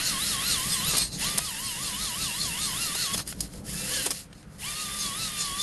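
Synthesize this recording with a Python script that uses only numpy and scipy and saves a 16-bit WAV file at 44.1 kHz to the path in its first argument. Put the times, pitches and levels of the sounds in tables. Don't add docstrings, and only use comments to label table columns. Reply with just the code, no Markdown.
import sys
import numpy as np
from scipy import signal
from scipy.fft import rfft, irfft, next_fast_len
from scipy.io import wavfile
from scipy.ndimage import map_coordinates

SR = 44100
rng = np.random.default_rng(int(sys.argv[2]) if len(sys.argv) > 2 else 0)


def unload_audio(sound):
    columns = np.transpose(np.atleast_2d(sound))
    steps = np.round(np.clip(columns, -1, 1) * 32767)
    wavfile.write(sys.argv[1], SR, steps.astype(np.int16))


N = 248150
TIME = np.arange(N) / SR

# start_s, free_turns_per_s, biting_turns_per_s, drive_db, rattle_db, scrape_db
STROKES = [(-0.18, 158, 128, -23, -30, -31), (0.05, 170, 118, -38, -28.5, -33),
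           (0.265, 157, 119, -38, -31, -30), (0.485, 159, 113.6, -37, -27, -31.5),
           (0.7, 136, 112, -39.5, -32.5, -30), (0.895, 149, 130, -37, -27.5, -31),
           (0.985, 135, 128, -39.5, -29.5, -33), (1.225, 128, 138, -35.5, -30.5, -29),
           (1.306, 135, 131, -37.5, -45, -33), (1.43, 141, 97.4, -43.5, -36.5, -35.5),
           (1.65, 122, 103, -45.5, -38, -35), (1.84, 134, 109, -42.5, -35, -34.5),
           (2.025, 143, 106.6, -41.5, -32, -34.5), (2.215, 147, 102.5, -43, -31.5, -34),
           (2.415, 134, 100.3, -43.5, -31.5, -33.5), (2.625, 140, 113, -41.5, -30, -33.5),
           (2.82, 155, 128, -40, -32, -32), (3.0, 164, 121, -40, -28.5, -33.5),
           (3.17, 128, 127, -41, -43, -33), (3.769, 112, 110, -49, -42.5, -36.5),
           (3.935, 143, 123, -41.5, -33.5, -32), (4.67, 143, 135, -41.5, -43, -35),
           (4.79, 139, 131.6, -45, -36, -37), (5.01, 132.5, 123, -43, -32.5, -34.5),
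           (5.21, 147, 135, -43.5, -31.5, -37), (5.4, 132, 123.5, -42.5, -32, -36),
           (5.62, 132, 128, -43, -27.5, -34.5)]
# frequency_hz, gain_db
CONTACT_SPECTRUM = [(1000, -40), (3000, -20), (5000, 2.5), (5900, -3.5), (6900, 1), (7600, -1.5),
                    (8500, -0.5), (9500, 3.5), (10500, 2), (12000, 0), (14000, -9)]


def from_db(db):
    return 10 ** (np.asarray(db) / 20)


def rms_one(x):
    return x / np.sqrt(np.mean(x ** 2) + 1e-20)


def in_time(rows):
    times, *columns = np.transpose(rows)
    return [np.interp(TIME, times, column) for column in columns]


def drift(rate):
    return rms_one(map_coordinates(rng.standard_normal(N // 8), [TIME * rate], order=3, mode="wrap"))


def shaped(x, spectrum):
    hz, db = np.transpose(spectrum)
    size = next_fast_len(N)
    bins = np.maximum(np.fft.rfftfreq(size, 1 / SR), 1)
    response = from_db(np.interp(np.log(bins), np.log(hz), db))
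    return irfft(rfft(x, size) * response, size)[:N]


def colour(x, spectrum):
    return rms_one(shaped(x, spectrum))


def grains(per_s, spread_db):
    sizes = from_db(spread_db * np.minimum(rng.exponential(1, N), 4)) * rng.choice([-1, 1], N)
    return rms_one(sizes * (rng.random(N) < per_s / SR))


def room_tone(level_db):
    # frequency_hz, gain_db
    spectrum = [(20, -18), (60, 5), (300, -7), (500, -19), (800, -13.5), (1300, -10), (2300, -16),
                (12000, -41)]
    return from_db(level_db) * colour(rng.standard_normal(N), spectrum)


def near_walls(x, t60_s):
    age = TIME[:SR // 2]
    tail = rng.standard_normal(len(age)) * from_db(-60 * age / t60_s) * (age > .004)
    return signal.fftconvolve(x, tail / np.linalg.norm(tail))[:N]


def handling_rumble(gain_db, lumpy_db):
    # time_s, level_db
    handling = [(0, -41), (0.96, -39), (1.35, -39.5), (1.55, -46.5), (1.9, -42), (2.95, -43.5), (3.16, -39),
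                (3.5, -40.5), (3.85, -38.5), (4.2, -50.5), (4.6, -45), (5.62, -44.5)]
    # frequency_hz, gain_db
    spectrum = [(15, -46), (28, -3), (42, -6), (55, 3.5), (75, -7.5), (98, -5.5), (145, 0.5), (205, 1.5),
                (245, -12.5), (285, -7.5), (350, -14.5), (700, -19.5), (2000, -44)]
    level = from_db(in_time(handling)[0] + gain_db + lumpy_db * drift(25))
    return level * colour(rng.standard_normal(N), spectrum)


def block_hum():
    # time_s, level_db
    drag = [(0, -57), (3.1, -73), (3.5, -56.5), (3.8, -55), (3.97, -44.5), (4.08, -44.5), (4.2, -63),
            (4.6, -65), (5.63, -60)]
    # frequency_hz, gain_db
    resonances = [(200, -30), (265, -14), (292, -2), (325, -20), (460, -19), (490, -6), (507, 0), (525, -6),
                  (560, -19), (900, -45)]
    return from_db(in_time(drag)[0]) * colour(rng.standard_normal(N), resonances)


def steel_ring(force, shifting_db=5.5):
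    # pitch_hz, level_db, t60_s
    modes = [(2750, -6, .035), (4090, -4, .06), (4265, -4, .05), (5020, -5, .04), (5230, -5, .05),
             (6430, -3, .025), (6950, -2, .025), (8310, -2, .045), (8550, -1, .03), (9230, -2, .018),
             (10980, -5, .012)]
    ring = 0
    for hz, db, t60 in modes:
        r, w = from_db(-60 / (t60 * SR)), 2 * np.pi * hz / SR
        push = force * from_db(db + shifting_db * drift(22.01)) * np.sqrt(1 - r * r)
        ring = ring + signal.lfilter([np.sin(w)], [1, -2 * r * np.cos(w), r * r], push + 1e-18)
    return rms_one(ring) * np.std(force)


def knocks(ring_db, rise_s):
    # start_s, metal_db, length_s, thud_db
    hits = [(0.934, -39, 0.0086, -29), (0.948, -39, 0.016, -31), (0.968, -25, 0.013, -31),
            (0.9807, -19.5, 0.006, -35), (1.133, -45, 0.0072, -53), (1.193, -52, 0.0059, -50),
            (1.376, -26, 0.005, -24.5), (1.381, -17.5, 0.0045, -44), (1.388, -43, 0.0052, -24),
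            (2.949, -30.5, 0.013, -33), (3.135, -28, 0.0092, -47), (3.144, -31, 0.007, -29.5),
            (3.177, -28, 0.0052, -33), (3.19, -54, 0.018, -32.5), (3.275, -31, 0.0046, -45),
            (3.325, -40, 0.004, -30.5), (3.405, -20, 0.0063, -39.5), (3.536, -48, 0.004, -40.5),
            (4.059, -26, 0.0071, -36), (4.063, -31, 0.013, -31), (4.102, -44, 0.0093, -42),
            (4.1056, -22.5, 0.0079, -31.5), (4.115, -32, 0.0064, -31.5), (4.328, -60, 0.0061, -43),
            (4.428, -64, .004, -48)]
    # frequency_hz, gain_db
    body = [(40, -19), (170, -14.5), (350, -4), (700, -7), (1100, -7), (1600, -6.5), (2300, -9),
            (3000, -6.5), (4500, -12), (12000, -24)]
    bright, dull = np.zeros(N), np.zeros(N)
    for start_s, metal_db, length_s, thud_db in hits:
        age = np.maximum(TIME - start_s, 0)
        burst = (1 - np.exp(-age / rise_s)) * np.exp(-np.minimum(age / length_s, 20) ** 1.7)
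        bright += from_db(metal_db) * burst
        dull += from_db(thud_db) * burst
    clack = bright * colour(grains(16000, spread_db=3), CONTACT_SPECTRUM)
    ring = from_db(ring_db) * steel_ring(clack)
    thud = dull * colour(rng.standard_normal(N), body)
    return clack + ring + thud


def stroking(bite_share=.53, longest_bite_s=.125):
    starts, free, biting = np.transpose(STROKES)[:3]
    hardest_bites = starts + np.minimum(bite_share * np.diff(starts, append=np.inf), longest_bite_s)
    steps = np.arange(2 * len(starts))
    step = np.interp(TIME, np.ravel([starts, hardest_bites], "F"), steps)
    eased = np.floor(step) + np.sin(np.pi / 2 * (step % 1)) ** 2
    speed = np.interp(eased, steps, np.ravel([free, biting], "F"))
    load = np.sin(np.pi / 2 * step) ** 2
    return speed, load


def trigger(load, spin_up_s=.034, brake_s=.022, overtone_bite_db=-2):
    # pressed_s, let_go_s, speed_share, pinion_db, pinion_bite_db, overtone_db
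    # (a bite_db is the change from free running to full bite)
    pulls = [(-0.3, 1.022, 1, -6, 5, -0.5), (1.156, 3.152, 1, -5, -0.5, -1),
             (3.628, 4.066, 0.45, -13, 5, -2.5), (4.575, 5.802, 1, -1.2, 0.5, 1)]
    running, throttle, pinion, overtones = 0, 0, 0, 0
    for pressed_s, let_go_s, speed_share, pinion_db, pinion_bite_db, overtone_db in pulls:
        spin_up = (1 - np.exp(-np.maximum(TIME - pressed_s, 0) / spin_up_s)) ** 2
        run = spin_up * np.exp(-np.maximum(TIME - let_go_s, 0) / brake_s)
        running += run
        throttle += speed_share * run
        pinion += run ** 2 * from_db(pinion_db + pinion_bite_db * (load - .5))
        overtones += run ** 2 * from_db(overtone_db + overtone_bite_db * (load - .5))
    return running, throttle, pinion, overtones


def swell(peak_s, width_s):
    return np.exp(-.5 * np.minimum(np.abs(TIME - peak_s) / width_s, 10) ** 2)


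def honing_gains(running, load, growl_bite_db=1, scrape_bite_db=-1, rattle_lag_s=.027):
    # peak_s, width_s, scrape_db, rattle_db
    slides = [(1.06, 0.024, -48, -39), (1.145, 0.019, -46, -36), (3.194, 0.02, -38.5, -37.5),
              (3.297, 0.019, -35.5, -53), (3.356, 0.014, -55, -67), (3.428, 0.028, -42.5, -48),
              (3.556, 0.04, -50, -57), (4.162, 0.044, -40.5, -45), (4.38, 0.045, -62, -60),
              (4.558, 0.043, -59, -64)]
    _, _, drive_db, _, scrape_db = in_time(STROKES)
    drive = running * from_db(drive_db)
    sliding = sum(from_db(db) * swell(s, width) for s, width, db, _ in slides)
    growl = drive * from_db(growl_bite_db * (load - .5))
    growl += from_db(-11) * sliding
    unloaded = sum(from_db(db) * swell(s + rattle_lag_s, width_s=.038) for s, _, _, _, db, _ in STROKES)
    rattle = running * unloaded + sum(from_db(db) * swell(s, width) for s, width, _, db in slides)
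    scrape = running * from_db(scrape_db + scrape_bite_db * load) + sliding
    return drive, growl, rattle, scrape


def shaft_turns(speed, shake):
    return np.cumsum(speed * (1 + shake * drift(90))) / SR


def tooth_chatter(turns, regular, wander_rate, highest_order=90):
    errors = signal.resample(rng.standard_normal((3, 2 * highest_order)), 20 * highest_order, axis=1)
    loads = np.array([drift(wander_rate) for planet in errors])
    loads = loads / np.linalg.norm(loads, axis=0)
    one_turn = np.linspace(0, 1, errors.shape[1])
    repeated = sum(load * np.interp(turns % 1, one_turn, error) for load, error in zip(loads, errors))
    speed = np.gradient(turns) * SR
    share = regular * np.clip(speed / 55 - 1, 0, 1)
    loose = 2.2 * grains(9000, spread_db=4.5)
    return np.sqrt(share) * rms_one(repeated) + np.sqrt(1 - share) * loose


def stones(turns, scrape, rattle, scrape_db, ripple_db, ring_db, judder_db):
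    grip = grains(14000, spread_db=3)
    grip += from_db(ripple_db) * tooth_chatter(turns, regular=.9, wander_rate=45)
    friction = scrape * from_db(scrape_db + judder_db * drift(260)) * colour(grip, CONTACT_SPECTRUM)
    taps = grains(2500, spread_db=3)
    return friction + steel_ring(rattle * from_db(ring_db) * taps)


def gearbox(turns, growl, rattle, growl_db, rattle_db):
    # frequency_hz, gain_db
    growl_spectrum = [(150, 0), (285, 0.5), (340, -3), (480, -3.5), (570, -3.5), (800, -5.5), (1200, -3.5),
                      (1550, 0), (1920, 6.5), (2400, -1.5), (2850, 5), (3600, 2.5), (6000, -19)]
    # frequency_hz, gain_db
    rattle_spectrum = [(1500, -41), (2450, -10), (2800, -50), (3300, -1.5), (4200, 14), (5000, 8),
                       (5700, 7.5), (8000, 1.5), (12000, -10)]
    dull = colour(tooth_chatter(turns, regular=.47, wander_rate=45), growl_spectrum)
    bright = colour(tooth_chatter(turns, regular=.29, wander_rate=40), rattle_spectrum)
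    return growl * from_db(growl_db) * dull + rattle * from_db(rattle_db) * bright


def whine(turns, pinion, overtones, pinion_db, overtone_db, pinion_teeth=9, gear_play_turns=.0027):
    orders = [8, 16, 18, 24, 26.5, 27, 32, 36, 48, 54, 72, 80, 104]
    order_levels = [-12, -12.5, -8.5, -13, -5.5, -2.5, -10.5, -4.5, -2.5, 0, 0, -3, 1]
    # frequency_hz, gain_db
    housing = [(500, -8), (900, -6.5), (1080, -3), (1350, -8.5), (1720, 2), (2300, -6), (2550, 0.5),
               (2730, 5.5), (2950, 3), (3400, 0), (4200, 0.5), (5200, -15), (7000, -19), (11000, -4)]
    flutter_db = 1.8 * drift(220) + 1.2 * drift(15)
    mesh = pinion * from_db(pinion_db + flutter_db) * np.sin(2 * np.pi * pinion_teeth * turns)
    partials = 0
    for order, db in zip(orders, order_levels):
        angle = turns + gear_play_turns * drift(240)
        rasp_db = 1.8 * drift(450)
        breakup_db = 4.5 * drift(35)
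        tone = np.sin(2 * np.pi * (order * angle + rng.random()))
        partials += from_db(db + rasp_db + breakup_db) * tone
    return np.sqrt(2) * shaped(mesh + overtones * from_db(overtone_db) * partials, housing)


def scene():
    speed, load = stroking()
    running, throttle, pinion, overtones = trigger(load)
    drive, growl, rattle, scrape = honing_gains(running, load)
    turns = shaft_turns(throttle * speed, shake=.002)
    tool = whine(turns, drive * pinion, drive * overtones, pinion_db=5.5, overtone_db=-2)
    tool += gearbox(turns, growl, rattle, growl_db=1, rattle_db=-2)
    tool += stones(turns, scrape, rattle, scrape_db=-.17, ripple_db=-7.5, ring_db=-3, judder_db=.82)
    tool += knocks(ring_db=-4.5, rise_s=.00047) + block_hum()
    room = room_tone(level_db=-55.5) + from_db(-13.5) * near_walls(tool, t60_s=.08)
    mono = tool + room + handling_rumble(gain_db=-1, lumpy_db=1.9)
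    return np.array([mono, mono])


def record(dry, cutoff_hz=11950):
    return signal.sosfilt(signal.ellip(12, .1, 80, cutoff_hz, fs=SR, output="sos"), dry)


dry = scene()
out = record(dry)
unload_audio(out)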